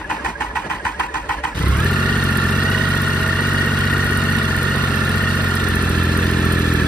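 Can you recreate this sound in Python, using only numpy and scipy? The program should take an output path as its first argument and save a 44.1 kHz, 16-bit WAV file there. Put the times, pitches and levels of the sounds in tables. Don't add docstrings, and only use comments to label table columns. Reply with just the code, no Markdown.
import sys
import numpy as np
from scipy import signal
from scipy.fft import rfft, irfft, next_fast_len
from scipy.io import wavfile
from scipy.ndimage import uniform_filter1d, map_coordinates

SR = 44100
rng = np.random.default_rng(int(sys.argv[2]) if len(sys.argv) > 2 else 0)


def field_ratio(decibels):
    return 10 ** (np.asarray(decibels, dtype=float) / 20)


def wav_record(signal):
    frames = np.transpose(np.atleast_2d(signal))
    bounded = np.clip(frames, -1, 1)
    quanta = np.round(bounded * 32767).astype(np.int16)
    wavfile.write(sys.argv[1], SR, quanta)


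N = 302967
TIME = np.arange(N) / SR

# time in seconds, speed in rev per minute.
CRANK_SPEED = [(1.54, 1234.7), (1.76, 1386.9), (1.84, 1767.2), (2.12, 1867.6), (2.44, 1761.4),
               (2.74, 1940.8), (2.94, 1861.8), (3.34, 1842.2), (3.42, 1889.0), (4.44, 1857.0),
               (4.48, 1788.2), (4.72, 1852.7), (4.98, 1781.5), (5.26, 1841.1), (5.54, 1814.0),
               (5.92, 1699.0), (6.26, 1738.1), (6.87, 1641.4)]
# time in seconds, level in dB over the settled idle.
EFFORT = [
    (1.54, -1.5),
    (1.66, 7),
    (1.72, 3),
    (1.79, 5),
    (1.9, 4),
    (2.35, 2.7),
    (2.6, 3.5),
    (3.1, 1.5),
    (3.6, 2),
]
# time in seconds, nearness to the silencer from 0 to 1.
WALK = [
    (3.2, 0),
    (5.2, 0.05),
    (5.5, 0),
    (5.75, 0.55),
    (6, 0.67),
    (6.87, 0.88),
]
# time in seconds, level in dB over the tones, width in seconds.
PIPE_BOOMS = [
    (1.545, 2, 0.024),
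    (1.72, 1, 0.039),
]
# multiple of the two-turn cycle, dB above the tank, dB near the silencer.
FIRING_TONES = [(3, -6.5, -20.5), (6, 1, -2), (9, 0.5, -4.5), (12, -11.5, -2.5), (15, -3.5, -5.5),
                (18, -11, -12.5), (21, -16.5, -5), (24, -15, -18), (27, -14, -8.5), (30, -33.5, -27),
                (33, -26.5, -24.5)]
# multiple of the two-turn cycle, level in dB.
UNEVEN_TANK = [(2, -44), (4, -10.5), (5, -12), (7.5, -48), (10, -8), (14, -8), (17, -22.5), (34, -24.5)]
# multiple of the two-turn cycle, level in dB.
UNEVEN_SILENCER = [(2, -33), (4, -8), (7, -53), (10, -22.5), (34, -20.5)]
# frequency in Hz, density in dB per Hz.
GAS_PUFF = [(21, -46), (35, -11), (103, -3), (227, -1.5), (641, -9), (700, -61), (910, -53), (1540, -120)]
# multiple of the two-turn cycle, level in dB, first load-up in the cycle from 0 to 1,
# change near the silencer in dB.
GEAR_MESHES = [(93.1, -2.5, 0.21, -6), (119.17, -1.5, 0.51, -5), (123.3, -15, 0.42, 13.5),
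               (164, -23.5, 0.24, 13.5), (178.8, -6.5, 0, -2), (186.4, -12.5, 0.16, -2),
               (239.4, -19, 0.08, 9), (280.6, -18.5, 0.12, 3.5)]
# frequency in Hz, gain in dB.
FAIRING = [(1250, -2), (1450, -1), (1650, 1.5), (1830, -1.5), (1990, 2), (2600, -7), (5000, 0)]
# frequency in Hz, density in dB per Hz.
CLATTER = [(1500, -52), (2300, 0), (3400, 2), (4370, -3.5), (5600, -8.5), (7050, -10.5), (9190, -11.5),
           (10700, -15.5), (11000, -6), (12100, -37), (12800, -14), (15000, -23), (15700, -30),
           (16200, -100)]
# frequency in Hz, density in dB per Hz.
BLOCK_KNOCK = [(250, -6.5), (400, -1), (600, -11), (740, -9.5), (950, -7), (1350, -3.5), (1670, -1.5),
               (1950, -5), (2200, -11.5), (2800, -42), (4000, -107)]
# frequency in Hz, level in dB.
PANELS = [(645, -39.5), (1040, -44.5), (1157, -37.5), (1275, -37)]
# frequency in Hz, density in dB per Hz.
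VALVE_TICK = [(3000, -40), (8000, -9), (9300, 1), (10600, -1.5), (11500, -1), (13000, 2), (14200, -5),
              (16200, -18)]
# place in the cycle from 0 to 1, level in dB.
VALVE_SEATS = [
    (.32, -29.5),
    (.655, -34.5),
    (.0, -42),
]
# time in seconds, peak in dB.
HARD_TICKS = [(1.6265, -44), (1.8455, -40), (2.2392, -39), (2.309, -42), (2.3723, -39), (3.0169, -38),
              (3.7876, -48), (4.1718, -42), (4.5634, -41), (5.5521, -36), (5.6848, -34), (5.7532, -41),
              (5.8235, -39), (5.8923, -36), (6.1732, -39), (6.4516, -40), (6.5249, -37), (6.7369, -39)]
# time in seconds, slam peak in dB, air rush in dB.
STROKES = [(0.0, -20.5, -48), (0.098, -8.5, -27), (0.247, -9, -24), (0.406, -9.5, -26), (0.555, -9, -25),
           (0.699, -9, -27), (0.851, -8.5, -24), (0.996, -9, -25.5), (1.142, -9, -24.5),
           (1.292, -8.5, -27.5), (1.437, -9, -25)]
# frequency in Hz, density in dB per Hz.
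FRAME_THUD = [(30, -30), (70, 2), (150, -1), (260, -10), (500, -40)]
# frequency in Hz, width in Hz, level in dB.
CASE_MODES = [(807, 78, -3.5), (904, 45, 1.5), (978, 19.7, 5), (1048, 84, -3), (1266, 25, -6),
              (1476, 99, -6), (1760, 73, -4), (1924, 101, -4), (2250, 27, -9.5), (2453, 143, -10),
              (2750, 23, -10), (2960, 126, -14.5)]
# frequency in Hz, density in dB per Hz.
AIR_RUSH = [(1500, -30), (3000, -4), (5000, 3), (7000, 5), (9000, 4), (10700, -49), (11000, -62),
            (12100, -60), (12600, -23), (15700, -28), (16200, -90)]
# frequency in Hz, level in dB, loudest place in a stroke from 0 to 1,
# speed swing from 0 to 1.
ARMATURE_TONES = [(59, -35, 0.08, 0.23), (313.5, -45, 0.21, 0.03), (428.5, -47.5, 0.98, 0.04),
                  (568, -48, 0.81, .05), (1740, -46, 1, .08)]
# frequency in Hz, density in dB per Hz.
MOTOR_DRONE = [(18, -30), (30, -9), (308, -3.5), (675, -9.5), (1000, -6), (1200, -11), (1920, -12),
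               (4000, -25), (8550, -33.5), (10300, -35), (11700, -52), (13300, -44), (15600, -71)]
# frequency in Hz, likeness from 0 to 1.
LIKENESS = [(60, .99), (350, .98), (700, .88), (1400, .76), (2800, .56), (5500, .52), (9000, .84),
            (15000, .84)]
# frequency in Hz, lead of the left in radians.
LEFT_LEAD = [(0, 0), (950, 1.1), (1720, -1.0), (3530, 3.1), (4220, -0.2), (4910, -0.7), (7240, -3.3),
             (8700, -6.0), (10200, -6.9), (11100, -9.4), (12300, -9.6), (13300, -12.5), (15000, -12.7),
             (15300, -15.6)]
# frequency in Hz, left minus right in dB.
LEFT_TILT = [(60, -.6), (250, .5), (450, .3), (700, -2.7), (1400, -.5), (2800, -1.4), (5600, -2.7),
             (9000, .1), (15000, 0)]
# frequency in Hz, gain in dB.
TREBLE_DIPS = [(10700, 0), (11100, -8), (12000, -8), (12400, 0), (15100, 0), (15400, -12)]


def unit(x):
    return x / np.sqrt(np.mean(x ** 2) + 1e-20)


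def along(points, hz):
    f, v = np.transpose(points)
    return np.interp(np.log(hz + 1), np.log(f + 1), v)


def curve(rows):
    return np.interp(TIME, *np.transpose(rows))


def wobble(rate):
    return map_coordinates(rng.standard_normal(int(N * 400 / SR)), [TIME * min(rate, 390)])


def filtered(x, response):
    m = next_fast_len(N + 8192)
    return irfft(rfft(x, m) * response(np.fft.rfftfreq(m, 1 / SR)), m)[..., :N]


def hiss(spectrum, grain=1):
    return unit(filtered(grain * rng.standard_normal(N), lambda hz: field_ratio(along(spectrum, hz))))


def patchy(x, depth_db):
    z = signal.stft(x, nperseg=512)[2]
    field = uniform_filter1d(rng.standard_normal(z.shape), size=3, axis=0)
    field = uniform_filter1d(field, size=4, axis=1)
    return unit(signal.istft(z * field_ratio(depth_db * unit(field)), nperseg=512)[1][:N])


def blows(times, sizes, rise, t60):
    age = TIME[None] - np.asarray(times)[:, None]
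    attack = np.clip(1 + age / rise, 0, 1) ** 2
    return np.asarray(sizes) @ (attack * field_ratio(-60 * np.clip(age, 0, 1) / t60))


def cycle():
    firing = TIME >= CRANK_SPEED[0][0]
    return 0.7947 + np.cumsum(curve(CRANK_SPEED) * firing) / 120 / SR


def controls():
    effort_db, walk = curve(EFFORT), curve(WALK)
    since = np.clip(TIME - CRANK_SPEED[0][0], 0, None)
    octaves = np.log2(curve(CRANK_SPEED) / 1800)
    near = np.clip(walk + 0.34 * np.exp(-since / 0.1), 0, 1)
    boom = field_ratio(-14)
    for s, db, width in PIPE_BOOMS:
        boom = boom + field_ratio(db) * np.exp(-.5 * ((TIME - s) / width) ** 2)
    take_up_s = 0.076
    whine = field_ratio(-22 + 12.5 * octaves) * np.clip(since / take_up_s, 0, 1) ** 2
    clatter = field_ratio(-32.5 + 4.5 * octaves)
    pipe = field_ratio(-24 + effort_db + 6 * walk)
    return pipe, whine, clatter, near, 20 * np.log10(boom)


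def firing_tones(turns, near):
    between = []
    for k in range(1, 35):
        if k % 3:
            tank_db = np.interp(k, *np.transpose(UNEVEN_TANK))
            between.append((k, tank_db, np.interp(k, *np.transpose(UNEVEN_SILENCER))))
    tones = np.zeros(N)
    for order, tank_db, near_db in FIRING_TONES + between:
        order = round(order)
        place, lean, rough = (.452, -.1, .2) if order % 3 else (.206, 2.0, .07)
        angle = 2 * np.pi * order * (turns - place) + lean + rough * np.sqrt(order / 6) * wobble(7)
        level_db = tank_db + near * (near_db - tank_db) + 13.3 * rough * wobble(6)
        tones += field_ratio(level_db) * np.cos(angle)
    return unit(tones)


def pipe_boom(turns, boom_db):
    swing = 12 * np.pi * (turns - .206) + 2.0
    boom = np.zeros(N)
    for k, db in enumerate([0, -9, -16], start=1):
        boom += field_ratio(db + 3.2 * wobble(20)) * np.cos(k * swing + 0.35 * wobble(15))
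    return field_ratio(boom_db) * boom


def exhaust(turns, near, boom_db):
    puff = hiss(GAS_PUFF, field_ratio(4.3 * np.cos(6 * np.pi * (turns - .22))))
    puff_db = -12 - 5 * near - .3 * np.clip(boom_db, 0, 20)
    return firing_tones(turns, near) + field_ratio(puff_db) * puff + pipe_boom(turns, boom_db)


def gears(turns, near):
    off = 1860 - curve(CRANK_SPEED)
    pull = .42 * off * np.exp(-(off / 400) ** 2)
    drawn = turns + np.cumsum(pull) / 120 / SR
    angle = drawn + .0014 * np.sin(6 * np.pi * (turns - .01)) + .0003 * wobble(30)
    whine = np.zeros(N)
    for order, db, first, near_db in GEAR_MESHES:
        load = field_ratio(-20.5)
        for place in (first, first + 0.565):
            load = load + field_ratio(-64 * ((turns - place) % 1))
        load = uniform_filter1d(load, size=300) * field_ratio(2 * wobble(60))
        whine += field_ratio(db + near * near_db) * load * np.sin(2 * np.pi * order * angle + .35 * wobble(70))
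    return unit(filtered(whine, lambda hz: field_ratio(along(FAIRING, hz))))


def clatter_and_knock(turns, near):
    beat = np.cos(4 * np.pi * (turns - .15))
    clatter = patchy(hiss(CLATTER, field_ratio(1.6 * wobble(350) + 0.76 * beat)), depth_db=1.5)
    knock = hiss(BLOCK_KNOCK, field_ratio(1.17 * wobble(200) + 0.52 * beat))
    return clatter + field_ratio(5 - 0.5 * near) * knock


def panels():
    song = np.zeros(N)
    for hz, db in PANELS:
        song += field_ratio(db + 2.5 * wobble(12)) * np.sin(2 * np.pi * hz * TIME + 1.63 * wobble(22))
    return song


def valves(turns):
    hits = np.zeros(N)
    for place, db in VALVE_SEATS:
        at = np.flatnonzero(np.diff(np.floor(turns - place)))
        hits[at] = field_ratio(db + 3 * rng.standard_normal(len(at)))
    for s, db in HARD_TICKS:
        hits[round(s * SR)] = field_ratio(db + 8)
    decay = field_ratio(-60 * TIME[:SR // 20] / .04)
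    ring = signal.fftconvolve(hits, decay)[:N] * rng.standard_normal(N)
    return field_ratio(3) * filtered(ring, lambda hz: field_ratio(along(VALVE_TICK, hz)))


def engine():
    pipe, whine, rattle, near, boom_db = controls()
    turns = cycle()
    running = np.clip((TIME - 1.546) / 0.0056, 0, 1)
    throb = pipe * exhaust(turns, near, boom_db)
    singing = gears(turns, near) + field_ratio(23.0 - 3.6 * near) * panels()
    block = field_ratio(-1.5) * whine * singing + field_ratio(1.0) * rattle * clatter_and_knock(turns, near)
    return running * (throb + block) + valves(turns)


def case_response(f):
    total = 0
    for k, (centre, width, db) in enumerate(CASE_MODES):
        damping = 1j * f * width
        total = total + (-1) ** k * field_ratio(db) * damping / (centre ** 2 - f ** 2 + damping)
    return total


def gear_slam(s, db):
    slam = blows(s + .002, field_ratio(db - 2), .008, .2) + blows(s + .04, field_ratio(db - 13), .03, .4)
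    teeth = field_ratio(2.2 * wobble(120)) * rng.standard_normal(N)
    scale = np.std(filtered(teeth, case_response))
    rattle = field_ratio(-9.5) * filtered(slam * teeth, case_response) / scale
    knocks = np.zeros(N)
    # delay in seconds, change in dB.
    for late, change_db in [(-.004, -6), (.001, 6.5), (.0135, 8.5), (.024, -2)]:
        knocks[np.round((s + late) * SR).astype(int)] = field_ratio(db + change_db)
    knocks = np.convolve(knocks, np.hanning(16) / 8, "same")
    return rattle + field_ratio(28.0) * filtered(knocks, case_response)


def frame_thud(s, db):
    return blows(s + .008, field_ratio(db - 26.5), 0.015, 0.23) * hiss(FRAME_THUD)


def air_rush(s, db, rush_db):
    return blows(s, field_ratio(db + rush_db - 6), .008, .3) * hiss(AIR_RUSH, field_ratio(2 * wobble(300)))


def belt_of_squeaks(s):
    at = np.append(s[1:], 1.58) - 0.051
    size_db = -26.5 - 3 * at
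    envelope = blows(at + 0.003, field_ratio(size_db + 4), 0.017, 0.068)
    return envelope * np.sin(2 * np.pi * 1680 * TIME + 2.5 * wobble(60))


def motor_hum(s):
    stroke = np.interp(TIME, np.append(s, 1.6), np.arange(len(s) + 1))
    lurch = 0.144 / (2 * np.pi) * np.sin(2 * np.pi * (stroke + 0.072))
    hum = np.zeros(N)
    for k, (hz, level_db, loudest, swing) in enumerate(ARMATURE_TONES):
        swell_db, throbs = (4.5, 2) if k == 0 else (9, 1)
        swell = swell_db * np.cos(2 * np.pi * throbs * (stroke - loudest))
        angle = 2 * np.pi * hz * (TIME + swing * lurch) + .5 * wobble(30.17)
        hum += field_ratio(level_db + swell + 2.2 * wobble(24.6)) * np.sin(angle)
    return hum


def motor_drone():
    drone = patchy(hiss(MOTOR_DRONE, field_ratio(0.34 * wobble(230))), depth_db=2.0)
    return field_ratio(-35 + 3.4 * wobble(30.12)) * drone


def starter():
    s, db, rush_db = np.transpose(STROKES)
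    engaged = np.clip((1.6 - TIME) / 0.085, 0, 1)
    impacts = gear_slam(s, db) + frame_thud(s, db) + air_rush(s, db, rush_db)
    motor = belt_of_squeaks(s) + motor_hum(s) + motor_drone()
    return engaged * (impacts + motor)


def ports(x):
    z = signal.stft(x, nperseg=512)[2]
    drift = np.cumsum(.9 * rng.standard_normal(z.shape), axis=1)
    stray = signal.istft(z * np.exp(1j * drift), nperseg=512)[1][:N]

    def turn(hz):
        return np.arccos(along(LIKENESS, hz)) / 2

    def skew(hz):
        lead = np.interp(hz, *np.transpose(LEFT_LEAD))
        return field_ratio((along(LEFT_TILT, hz) - 0.5) / 2) * np.exp(.5j * lead)

    common = filtered(x, lambda hz: np.cos(turn(hz)) * [skew(hz), 1 / skew(hz)])
    return common + filtered(1.4 * stray, lambda hz: np.sin(turn(hz)) * [skew(hz), -1 / skew(hz)])


def scene():
    return ports(engine()) + ports(starter())


def band_limit(x):
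    return signal.sosfilt(signal.butter(12, 15750, fs=SR, output="sos"), x)


def record(dry):
    x = filtered(dry, lambda hz: 1 / (1 + (36 / (hz + 1)) ** 8) * (hz < 15780))
    mix = filtered(x, lambda hz: field_ratio(along(TREBLE_DIPS, hz)))
    return band_limit(mix)


dry = scene()
out = record(dry)
wav_record(out)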